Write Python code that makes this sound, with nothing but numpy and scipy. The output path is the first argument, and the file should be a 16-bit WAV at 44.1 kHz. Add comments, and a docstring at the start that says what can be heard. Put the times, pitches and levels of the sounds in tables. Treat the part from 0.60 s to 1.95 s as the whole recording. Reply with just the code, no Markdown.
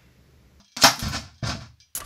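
"""A small room, one microphone a few steps from an old wooden shelf that stands on a table.
Something small and metallic, perhaps a tack, tinkles as a thin strip of trim is torn off the shelf.
The strip cracks, splinters and, a quarter of a second in, snaps loose and sets the boards ringing.
It rips along the edge in three pulls, fibres and glue crackling, while the shelf rocks and thumps
on the table. A last tinkle dies away in the room."""
import sys
import numpy as np
from scipy import signal
from scipy.fft import rfft, irfft
from scipy.io import wavfile

SR = 44100
rng = np.random.default_rng(int(sys.argv[2]) if len(sys.argv) > 2 else 0)


def log_audio(samples):
    """Write samples as a 16-bit WAV file to the path given in sys.argv[1]."""
    # one column per channel
    frames = np.atleast_2d(samples).T
    # limit to full scale, then quantise
    limited = np.clip(frames, -1, 1)
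    pcm = np.round(limited * 32767).astype(np.int16)
    wavfile.write(sys.argv[1], SR, pcm)


N = 59535
T = np.arange(N) / SR
FIBRES_PER_S = 1800


# the strip cracks: t/s, level/dB, decay/s, tilt/(dB per octave), ring of the boards/dB; the first row is a
# faint ring of the boards, already dying away as the sound begins
CRACKS = [(0.0010, -60, .004, -3.5, -56.5), (0.1656, -35, 0.0029, -.5, -42.5),
          (0.237, -7.5, 0.0037, 1.97, -7), (0.2442, -10, 0.0078, -0.5, -30.5),
          (0.2530, -11.5, 0.0095, -1.4, -22), (0.284, -28, 0.0016, -1, -31)]
# a crack's spectrum: f/Hz, level/dB
CRACK_SPECTRUM = [(40, -27.5), (125, -7.5), (185, -15.5), (260, -4.5), (400, -27.5), (560, -14), (680, -1),
                  (1250, -3), (1900, -4.5), (3300, -10), (5400, -1), (7000, -14), (9000, -24),
                  (11500, -17.5), (15500, -33.5)]
def cracks():
    """The wood gives way and the strip snaps loose."""
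    return fractures(CRACKS, CRACK_SPECTRUM)


# splinters before the snap, thin ticks after it: t/s, level/dB, decay/s, tilt/(dB per octave)
SPLINTERS = [(0.1700, -25.5, .002, -1), (0.2105, -33.5, 0.0028, -2.5), (0.2180, -18, 0.012, 2),
             (0.2230, -14, .004, -1.5)]
TICKS = [(0.3580, -47, 0.0015, 5), (0.3940, -30, 0.0046, -3), (0.4835, -43, .002, 18)]
# their spectra: f/Hz, level/dB
SPLINTER_SPECTRUM = [(100, -23.5), (700, -13), (1500, -14.5), (3000, -3.5), (5500, 3), (8000, -8),
                     (10000, -20), (15000, -25)]
TICK_SPECTRUM = [(300, -24), (3000, -1.5), (5500, 2), (8000, -7.5), (11500, 4), (15500, -12.5)]
def splintering():
    """Fibres splinter just before the snap; later, single ones part with a tick."""
    splinters = fractures(SPLINTERS, SPLINTER_SPECTRUM, wet_db=-6.5)
    return splinters + fractures(TICKS, TICK_SPECTRUM, wet_db=-1)


def fractures(breaks, spectrum, wet_db=0):
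    """Each break is one click and a quickly dying run of smaller ones, heard through the room."""
    out = 0
    for start, db, decay, tilt_db, *_ in breaks:
        clicks = rng.standard_normal(N) * (rng.random(N) < FIBRES_PER_S / SR) * np.exp(-T / decay)
        clicks[0] = 2  # the opening click
        in_room = convolve(unit(clicks), room(wet_db))
        out += from_db(db) * at_time(colour(in_room, spectrum, tilt_db), start)
    return out


# the pull along the edge: t/s, level/dB, treble against the rest/dB
PULL = [(.16, -110, -5), (0.171, -35.5, -14), (.205, -37.5, 12.5), (.33, -45, -1), (.38, -50, 9),
        (.42, -34.5, 4.5), (.445, -33.5, -4), (.47, -33.5, -1), (0.514, -37.5, 0), (.528, -29, -0.5),
        (.565, -26.5, -7), (.585, -48, 7.5), (.68, -52, -13), (.74, -68.5, -5.5), (0.818, -70, 1),
        (0.832, -31, -24), (0.852, -34, -9.5), (0.868, -29.5, 4), (.88, -30.5, -12), (0.892, -24, -1.5),
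        (.915, -29, -18.5), (0.934, -47.5, 2), (.99, -50, -7), (1.012, -41.5, -7), (1.04, -54.5, -16),
        (1.069, -52, -4.5), (1.085, -81, -10), (1.151, -107, -6)]
# the rip's spectrum: f/Hz, level/dB
TEAR_SPECTRUM = [(60, -20.5), (160, -4), (230, 3.5), (320, -7.5), (430, -16), (670, -3.5), (850, -6),
                 (1500, -3), (2000, -6.5), (3200, -9), (4300, -6), (5100, -1.5), (6500, -8.5),
                 (8500, -19.5), (12000, -27.5), (15500, -36)]
def tearing(spread_db=4, treble_edge_hz=6100):
    """Fibres and glue give way in a dense crackle that follows the pull."""
    sizes = from_db(spread_db * np.minimum(rng.exponential(1, N), 4)) * rng.choice([-1, 1], N)
    clicks = unit(sizes * (rng.random(N) < FIBRES_PER_S / SR)) * np.sqrt(N)
    times, level_db, treble_db = np.transpose(PULL)
    # zero phase, so that subtracting it leaves only the treble
    dull = signal.sosfiltfilt(signal.butter(3, treble_edge_hz, fs=SR, output="sos"), clicks)
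    treble = from_db(np.interp(T, times, treble_db)) * (clicks - dull)
    crackle = from_db(np.interp(T, times, level_db)) * (dull + treble)
    return colour(convolve(crackle, unit(room())), TEAR_SPECTRUM)


# modes of the shelf's boards: f/Hz, level/dB, t60/s
BOARD_MODES = [(137.6, -17, 0.093), (216.4, -23, .3), (277.3, -11.5, 0.18), (673, -7, 0.18), (821, -9, .17),
               (929, -8.5, .17), (993, -9.5, .17), (1177, -10.5, 0.2), (1283, -9.5, .17), (1373, -12, 0.24)]
# the frame gives under the strain: t/s, level/dB, f/Hz
STRAINS = [(0.0, -51.5, 200), (0.168, -35.5, 238), (0.382, -35.5, 238)]
def boards(strain_t60_s=0.23):
    """The shelf rings with each crack, and its frame sounds low notes under strain."""
    modes = ring(BOARD_MODES)
    struck = sum(from_db(ring_db) * at_time(modes, start) for start, *_, ring_db in CRACKS)
    strained = sum(at_time(ring([(hz, db, strain_t60_s)]), start) for start, db, hz in STRAINS)
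    return struck + strained


# the rocking shelf lands on the table: t/s, level/dB, contact/s
KNOCKS = [(0.4254, -15, 0.0055), (0.4732, -19.5, 0.0062), (0.554, -28.5, 0.0035), (0.8272, -20, 0.0035),
          (0.886, -24.5, 0.0029), (0.9500, -30, 0.0027), (1.0100, -37, .004)]
# modes of the table top: f/Hz, level/dB, t60/s
TABLE_MODES = [(72.37, -16.5, 0.52), (87, -23.5, 0.59), (119.7, -8, 0.46), (143, -4.5, 0.302),
               (211.8, -5, 0.26), (254.6, -8.5, 0.33), (670, -16.5, 0.19), (663.4, 7, 0.25)]
# the thud in the room: f/Hz, level/dB
THUD_SPECTRUM = [(30, -14), (55, -14.5), (75, 0), (125, 0.5), (175, -9), (240, -2), (400, -11), (700, 2.5),
                 (1500, -33), (6000, -47)]
def knocks(thud_db=3.5):
    """Soft blows, each a smooth push, set the table top booming; a longer contact is duller."""
    out, modes = 0, ring(TABLE_MODES)
    for start, db, contact in KNOCKS:
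        push = T ** 2 * np.exp(-2 * np.pi * T / contact)
        boom = modes + from_db(thud_db) * colour(room(), THUD_SPECTRUM)
        out -= from_db(db) * at_time(convolve(boom, push / push.sum()), start)
    return out


# faint touches on the metal: t/s, level/dB
TINKLES = [(0.001, -56.5), (0.046, -58.5), (0.080, -61), (0.119, -57), (0.745, -62), (0.781, -59),
           (1.2017, -52.5)]
# its modes: f/Hz, level/dB, t60/s
TACK_MODES = [(1712, -7.5, 0.042), (2340, -4.5, .09), (2660, -13.5, 0.14), (3060, -13.5, 0.14),
              (3250, -2.5, 0.18), (3630, -12, .14), (4120, -5, .14), (4940, -4.5, 0.12), (5350, -3.5, .07),
              (5820, -7, 0.3), (6230, -1.5, 0.042), (8550, -16.5, .07)]
# the click of contact: f/Hz, level/dB
TACK_SPECTRUM = [(300, -42), (1400, -32.5), (3300, 3.5), (5200, 4), (6500, 0.5), (7000, -27.5),
                 (15000, -39.5)]
def tinkles():
    """Light touches on a small piece of metal; its short ring has no bass and lingers in the room."""
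    out, modes = 0, unit(ring(TACK_MODES))
    for start, db in TINKLES:
        space = room()
        touch = convolve(space, modes) + colour(space, TACK_SPECTRUM)
        out += from_db(db) * at_time(touch, start)
    return low_cut(out, hz=1400, order=4)


# how long the small room rings: f/Hz, t60/s
ROOM_DECAY = [(70, .68), (200, .42), (400, .3), (1500, .3), (5000, .3), (12000, .29)]
def room(wet_db=0, direct_db=19.5, early_db=5.5, early_s=0.024):
    """From shelf to microphone: direct sound, close reflections and a tail that dies band by band."""
    hz = np.arange(N // 2 + 1) * SR / N
    white = rfft(rng.standard_normal(N))
    tail = 0
    for centre, t60 in ROOM_DECAY:
        band = at_hz([(f, f == centre) for f, _ in ROOM_DECAY], hz)
        tail += irfft(white * band, N) * from_db(-60 * T / t60)
    early = from_db(early_db)
    response = from_db(wet_db) * tail * (1 + early * np.exp(-T / early_s)) / (1 + early)
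    response[0] += from_db(direct_db)
    return response


# the quiet room: f/Hz, level/dB
ROOM_TONE = [(30, -1), (90, -6), (200, -15.5), (400, -22), (1000, -21), (2500, -16), (5000, -16.5),
             (8000, -28), (15000, -28.5)]
def room_tone(level_db=-71.5):
    """A faint, steady rumble and hiss behind everything."""
    return from_db(level_db) * colour(rng.standard_normal(N), ROOM_TONE)


def ring(modes):
    """Decaying sines of a struck object."""
    return sum(from_db(db - 60 * T / t60) * np.sin(2 * np.pi * hz * T) for hz, db, t60 in modes)


def colour(x, spectrum, tilt_db=0, size=8192):
    """Causal filter with the given spectrum, tilted per octave; white noise keeps its level."""
    hz = np.arange(size // 2 + 1) * SR / size
    gain = from_db(at_hz(spectrum, hz) + tilt_db * np.log2(np.maximum(hz, 1)))
    cepstrum = irfft(np.log(gain))
    cepstrum[1:size // 2] *= 2  # fold onto positive time for minimum phase
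    cepstrum[size // 2 + 1:] = 0
    return convolve(x, unit(irfft(np.exp(rfft(cepstrum)))))


def low_cut(x, hz, order):
    """Roll off what lies below hz."""
    return signal.sosfilt(signal.butter(order, hz, "high", fs=SR, output="sos"), x)


def from_db(db):
    """Decibels to gain."""
    return 10 ** (np.asarray(db) / 20)


def at_hz(points, hz):
    """Read a table on a log-frequency axis."""
    f, values = np.transpose(points)
    return np.interp(np.log(np.maximum(hz, 1)), np.log(f), values)


def unit(x):
    """Scale to an energy of one."""
    return x / np.sqrt(np.sum(x ** 2) + 1e-20)


def convolve(x, response):
    """Play x through a response."""
    return signal.fftconvolve(x, response)[:N]


def at_time(x, s):
    """Start a sound at s seconds."""
    return np.concatenate([np.zeros(max(int(s * SR), 0)), x])[:N]


def scene():
    """All sources over the quiet room, in mono at the microphone."""
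    breaks = cracks() + splintering()
    background = room_tone()
    return (breaks + tearing() + boards() + knocks() + tinkles() + background)[None]


def record(dry, ceiling=0.92, top_hz=15650):
    """The microphone chain drops the deepest bass, rounds the loudest peaks and cuts the top."""
    thinned = low_cut(dry, hz=52, order=2)
    rounded = ceiling * np.tanh(thinned / ceiling)
    return signal.sosfilt(signal.ellip(12, .2, 90, top_hz, fs=SR, output="sos"), rounded)


dry = scene()
out = record(dry)
log_audio(out)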